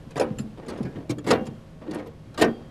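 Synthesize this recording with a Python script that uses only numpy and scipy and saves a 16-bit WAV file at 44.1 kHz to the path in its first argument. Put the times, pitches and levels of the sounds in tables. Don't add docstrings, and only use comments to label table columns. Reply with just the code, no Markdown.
import sys
import numpy as np
from scipy import signal
from scipy.fft import rfft, irfft
from scipy.io import wavfile
from scipy.ndimage import uniform_filter1d, map_coordinates

SR = 44100
rng = np.random.default_rng(int(sys.argv[2]) if len(sys.argv) > 2 else 0)


def put_to_file(sound):
    columns = np.atleast_2d(sound).T
    safe = np.clip(columns, -1, 1)
    whole_steps = np.round(safe * 32767)
    wavfile.write(sys.argv[1], SR, whole_steps.astype(np.int16))


def linear_from_db(decibels):
    return 10 ** (np.asarray(decibels, float) / 20)


N = 119070


def unit(x):
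    return x / np.sqrt(np.mean(x ** 2) + 1e-20)


def along(points, hz):
    point_hz, value = np.transpose(points)
    return np.interp(np.log(hz + 1), np.log(point_hz + 1), value)


def wobble(rate_hz):
    knots = rng.standard_normal(int(N * rate_hz / SR) + 4)
    return map_coordinates(knots, [np.arange(N) * rate_hz / SR])


def noise(tone):
    size = N + 8192
    spectrum = rfft(rng.standard_normal(size))
    spectrum = spectrum * linear_from_db(along(tone, np.fft.rfftfreq(size, 1 / SR)))
    return unit(irfft(spectrum)[:N])


def ringing(tone, t60, size):
    hz, t, cells = signal.stft(rng.standard_normal(size + 256), SR, nperseg=256)
    start_db = along(tone, hz) + rng.normal(0, 2.2, len(hz))
    fall_db = 60 * t / np.maximum(along(t60, hz), .005)[:, None]
    tail = signal.istft(cells * linear_from_db(start_db[:, None] - fall_db), SR, nperseg=256)[1][64:size + 64]
    return tail / np.linalg.norm(tail)


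def add(out, start_s, x):
    part = out[int(start_s * SR):][:len(x)]
    part += x[:len(part)]


# start_s, bright_db, chatter_s, pan_db
PIN_TICKS = [(0.105, -42.5, 0.019, -46), (0.1965, -20, 0.0036, -18.5), (.209, -30, 0.015, -19),
             (.573, -54, 0.023, -56), (0.663, -40, 0.0048, -43), (0.774, -39.5, 0.023, -59),
             (0.828, -38.5, 0.0084, -73), (0.851, -48, .012, -39), (0.955, -65, 0.018, -46),
             (1.182, -32, 0.0047, -39), (1.241, -40.5, 0.032, -39.5), (1.305, -13.5, 0.005, -16),
             (1.31, -16, 0.0063, -15), (1.328, -33, 0.0081, -25.5), (1.354, -39, 0.0076, -34.5),
             (1.454, -41, 0.0091, -58), (1.466, -35, 0.008, -47), (1.821, -59, 0.0044, -51),
             (1.91, -36, 0.011, -44), (1.934, -36, 0.0059, -35), (1.944, -31, 0.012, -57),
             (1.984, -44, 0.025, -37.5), (2.057, -46, 0.0094, -41.5), (2.069, -43, 0.0098, -46),
             (2.341, -43, 0.011, -44), (2.411, -14, 0.0097, -19.5), (2.419, -12, 0.0095, -15.5),
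             (2.442, -30, 0.0083, -30)]
# start_s, bright_db, chatter_s, pan_db
LINK_SLIDES = [
    (0.156, -37, 0.0096, -30),
    (.165, -28, 0.017, -25.5),
    (0.385, -31.5, 0.017, -52),
    (0.682, -31.5, 0.023, -37),
    (0.715, -48, 0.039, -42),
    (1.093, -26, 0.019, -36.5),
    (1.265, -30.5, 0.012, -27.5),
    (1.272, -25.5, 0.04, -21.5),
    (2.375, -28, 0.036, -27.5),
    (2.393, -28, 0.013, -24),
]
# pitch_hz, level_db, t60_s (time to fall 60 dB)
PAN_NOTES = [(231, -5.5, 0.45), (307, -5.5, 0.37), (413, -6.5, 0.054), (469, -3.5, 0.28), (508, -3.5, 0.38),
             (571, -8, 0.049), (724, -14.5, 0.28), (777, -16, 0.46), (976.5, -7.5, 0.17),
             (1117, -11.5, 0.19), (1251, -15, 0.16), (1640, -23.5, 0.17), (1838, -10.5, 0.16),
             (2790, -28, 0.11)]
# pitch_hz, level_db (per Hz)
PAN_TONE = [(100, -51), (230, 0), (450, 2.5), (1000, -12), (2000, -16), (4000, -22.5), (9000, -44.5)]
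# pitch_hz, t60_s
PAN_RING = [(200, 0.24), (600, 0.17), (1500, 0.2), (3500, 0.085), (8000, 0.1)]
# pitch_hz, level_db (per Hz)
STEEL_TONE = [(900, -1.5), (2000, -9.5), (4300, -7.5), (10000, -12), (13000, -29.5), (15200, -16.5)]
# pitch_hz, t60_s
STEEL_RING = [(2000, 0.084), (6000, 0.038), (14000, 0.026)]


def chatter(chatter_s, fade):
    t = np.arange(SR // 16) / SR
    progress = t / np.clip(chatter_s, .001, .05)
    grains = np.repeat(rng.standard_normal(len(t) // 24 + 1), 24)[:len(t)]
    knocks = rng.standard_normal(len(t)) * unit(linear_from_db(6.5 * grains))
    onset = 1 - np.exp(-t / 0.00057)
    return knocks * onset * np.exp(-fade * progress) / (1 + progress ** 8)


def links():
    out, t = np.zeros(N), np.arange(SR // 2) / SR
    hz, db, t60 = np.transpose(PAN_NOTES)[..., None]
    pan_notes = linear_from_db(db - 60 * t / t60) * np.sin(2 * np.pi * hz * t)
    contacts = [(row, 1.5) for row in PIN_TICKS]
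    contacts += [(row, 0.54) for row in LINK_SLIDES]
    for (start_s, bright_db, chatter_s, pan_db), fade in contacts:
        blows = chatter(chatter_s, fade)
        notes = linear_from_db(rng.normal(0, 1.86, len(PAN_NOTES))) @ pan_notes
        pan = ringing(PAN_TONE, PAN_RING, size=len(t)) + linear_from_db(-2.5) * notes / np.linalg.norm(notes)
        steel = signal.fftconvolve(blows, ringing(STEEL_TONE, STEEL_RING, size=SR // 10))
        body = signal.fftconvolve(blows, pan)
        steel_peak = np.sqrt(uniform_filter1d(steel ** 2, 200).max())
        body_peak = np.sqrt(uniform_filter1d(body ** 2, 400).max())
        add(out, start_s, linear_from_db(bright_db - 8) * steel / steel_peak)
        add(out, start_s, linear_from_db(pan_db - 1) * body / body_peak)
    return out


# start_s, peak_db, pitch_hz, t60_s, hanger_db
PAN_THUDS = [(0.065, -33.5, 214, 0.081, -39), (0.159, -27, 432, .1, -27.5), (0.217, -24, 231, 0.13, -48),
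             (0.304, -19.5, 207, 0.09, -26), (0.319, -27.5, 225, 0.044, -37), (0.371, -28, 213, 0.092, -28),
             (0.395, -19.5, 208.6, 0.11, -26), (0.441, -28.5, 213, 0.31, -58),
             (0.675, -28, 225, 0.092, -55), (0.804, -14, 222, 0.049, -32), (.842, -24, 191, 0.13, -20),
             (0.864, -26.5, 254, 0.1, -53), (.955, -26, 246, .05, -40), (0.966, -24, 178, 0.066, -30.5),
             (.982, -27.5, 272, .1, -51), (1.096, -16, 303.5, 0.099, -21), (1.113, -18, 294.5, .11, -30),
             (1.177, -27.5, 286.5, 0.17, -30), (1.247, -23, 249, 0.057, -34),
             (1.293, -15.5, 290, 0.072, -29.5), (1.306, -12, 656, 0.043, -49),
             (1.3168, -5.5, 418.5, 0.041, -40), (1.336, -19.5, 450, 0.093, -43),
             (1.369, -34, 293, 0.036, -38), (1.391, -25, 235, 0.038, -39), (1.412, -17.5, 206, 0.058, -36),
             (1.478, -26.5, 196, 0.077, -28.5), (1.512, -30.5, 196, .07, -46),
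             (1.882, -19.5, 299, 0.08, -39), (1.911, -28, 299, 0.16, -52), (1.954, -26, 298, 0.18, -63),
             (1.985, -33, 331, 0.046, -55), (2.063, -34.5, 443, 0.13, -63), (2.083, -40, 460, 0.12, -60),
             (2.386, -26, 307, 0.12, -37), (2.4125, -8.5, 398, 0.091, -52), (2.426, -9.5, 381, 0.072, -46),
             (2.436, -12.5, 435, 0.056, -48), (2.453, -21, 440, 0.12, -45), (2.479, -20, 229, 0.14, -25.5)]
# pitch_hz, level_db (per Hz)
HOLLOW_TONE = [(70, -31), (130, -13.5), (260, 1), (450, -8.5), (900, -30.5), (2000, -58)]
# pitch_hz, t60_s
HOLLOW_RING = [(200, 0.33)]


def thuds():
    out, t = np.zeros(N), np.arange(SR // 2) / SR
    sag, sag_s = 0.14, 0.0078
    hanger_hz, hanger_t60_s = 125.7, 0.14
    for start_s, peak_db, hz, t60_s, hanger_db in PAN_THUDS:
        ratio, phase, hanger_tune = rng.uniform([.6, 0, .9], [.8, 2 * np.pi, 1.15])
        drift = uniform_filter1d(np.cumsum(rng.normal(0, 0.01, len(t))), 150)
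        drift = drift - 2 * np.pi * hz * sag * sag_s * np.expm1(-t / sag_s)
        pair = np.sin(2 * np.pi * hz * t + drift)
        pair = pair + 0.31 * np.sin(2 * np.pi * hz * ratio * t + phase)
        boom = ringing(HOLLOW_TONE, HOLLOW_RING, size=len(t))
        bump = linear_from_db(-60 * t / t60_s) * pair + linear_from_db(-11) * boom / np.abs(boom).max()
        add(out, start_s, linear_from_db(peak_db + 0.5) * (1 - np.exp(-t / 0.0026)) * bump)
        hanger = np.sin(2 * np.pi * hanger_hz * hanger_tune * t) * (1 - np.exp(-t / 0.0029))
        add(out, start_s, linear_from_db(hanger_db - 60 * t / hanger_t60_s) * hanger)
    return out


# start_s,
# pitch_hz, level_db, t60_s
PART_PINGS = [(.198, 9700, -40, .12), (.198, 4150, -31, .03), (.215, 229, -29, .7), (.22, 1050, -42, .3),
              (.25, 2900, -54, .15), (.384, 7300, -35, .08), (.386, 11200, -43, .04),
              (.403, 10700, -50, .1), (.405, 4950, -50, .05), (.81, 145, -26, .3), (.835, 5330, -60, .1),
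              (.853, 1650, -46, .3), (.956, 3190, -52, .05), (1.095, 5600, -35, .065),
              (1.097, 2320, -40, .09), (1.106, 8450, -42, .056), (1.108, 14000, -55, .08),
              (1.185, 1740, -39, .04), (1.186, 3300, -43, .04), (1.186, 7000, -46, .04),
              (1.279, 7460, -42, .12), (1.306, 1780, -23, .04), (1.33, 1830, -36, .2),
              (1.33, 516, -29, .45), (1.34, 2789, -44, .4), (1.33, 3220, -55, .9), (1.39, 229, -34, .6),
              (1.466, 7110, -42, .04), (1.468, 10800, -47, .04), (1.468, 3150, -46, .03),
              (1.832, 1150, -48, .06), (1.911, 6500, -46, .03), (1.945, 11300, -46, .03),
              (1.945, 10100, -47, .03), (1.945, 1750, -46, .05), (1.95, 8900, -57, .1),
              (2.0, 2210, -48, .05), (2.072, 12200, -52, .04), (2.382, 7320, -42, .09),
              (2.417, 4150, -30, .05), (2.42, 1846, -31, .08), (2.425, 3230, -54, 1.3),
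              (2.426, 4670, -60, .9), (2.43, 423, -24, .25), (2.44, 231, -28, .3)]


def pings():
    out, t = np.zeros(N), np.arange(SR // 2) / SR
    for start_s, hz, level_db, t60_s in PART_PINGS:
        rough = np.cumsum(rng.normal(0, 1, len(t)) * hz * 1.1e-5)
        flutter_db = 2.5 * wobble(50)[:len(t)]
        envelope = linear_from_db(level_db - 60 * t / t60_s + flutter_db) * (1 - np.exp(-t / 0.0011))
        add(out, start_s, envelope * np.sin(2 * np.pi * hz * t + rough))
    return out


# start_s, firmest_s, end_s, level_db
DRAG_STROKES = [
    (.2, 0.268, 0.48, -42),
    (0.568, 0.577, 0.72, -39.5),
    (0.618, 0.724, 0.96, -35.5),
    (0.914, 0.963, 1.13, -43.5),
    (1.34, 1.38, 1.59, -38.5),
    (1.81, 1.822, 1.93, -39),
    (1.838, 1.96, 2.117, -34),
    (2.43, 2.467, 2.704, -37),
]
# pitch_hz, level_db (per Hz)
DRAG_TONE = [(60, -44), (130, -2), (400, 2.5), (900, -11.5), (2200, -23), (3500, -27), (5500, -38.5),
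             (14000, -65)]


def drag():
    t, ring_t = np.arange(N) / SR, np.arange(SR // 4) / SR
    press = np.zeros(N)
    for start_s, firmest_s, end_s, level_db in DRAG_STROKES:
        swell = np.interp(t, [start_s, firmest_s], [0, 1]) ** 1.32
        ease_db = 19 * np.maximum(t - firmest_s, 0) / (end_s - firmest_s)
        press += swell * linear_from_db(level_db - ease_db)
    hiss = unit(linear_from_db(1.2 * wobble(35) + 3 * wobble(250)) * noise(DRAG_TONE))
    grit = press * unit(linear_from_db(6.5 * wobble(300)) * rng.standard_normal(N))
    pan = np.zeros(len(ring_t))
    for hz, db, t60_s in PAN_NOTES:
        pan += linear_from_db(db - 60 * ring_t / (0.66 * t60_s)) * np.sin(2 * np.pi * hz * ring_t)
    rung = signal.fftconvolve(grit, pan / np.linalg.norm(pan))[:N]
    return press * hiss + linear_from_db(-8.5) * rung


# pitch_hz, level_db
ENGINE_HUM = [(37.7, -76), (107.7, -54.5), (157, -51), (538, -62), (635, -67), (1100, -71.5), (3230, -80)]


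def engine():
    hum = np.zeros(N)
    for hz, level_db in ENGINE_HUM:
        level = linear_from_db(level_db + 1.5 * wobble(13)) * np.sqrt(2)
        wavering_hz = hz + 2 * wobble(14.94)
        hum += level * np.sin(2 * np.pi * np.cumsum(wavering_hz) / SR)
    return hum


# pitch_hz, level_db (per Hz)
AIR_TONE = [(20, -7), (40, -4), (160, -4), (350, -12.5), (800, -23), (4000, -36.5), (12000, -49),
            (15600, -64)]


def outdoor_air():
    return linear_from_db(-46.5 + 0.97 * wobble(4.76)) * noise(AIR_TONE)


def scene():
    no_bass = signal.butter(4, 77.6, "high", fs=SR, output="sos")
    steel = signal.sosfilt(no_bass, links() + thuds())
    return (steel + pings() + drag() + engine() + outdoor_air())[None]


def roll_off(x):
    return signal.sosfilt(signal.butter(12, 15760, fs=SR, output="sos"), x)


def record(dry):
    treble_limit = signal.cheby2(10, 60, 15850, fs=SR, output="sos")
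    return roll_off(signal.sosfilt(treble_limit, dry))


dry = scene()
out = record(dry)
put_to_file(out)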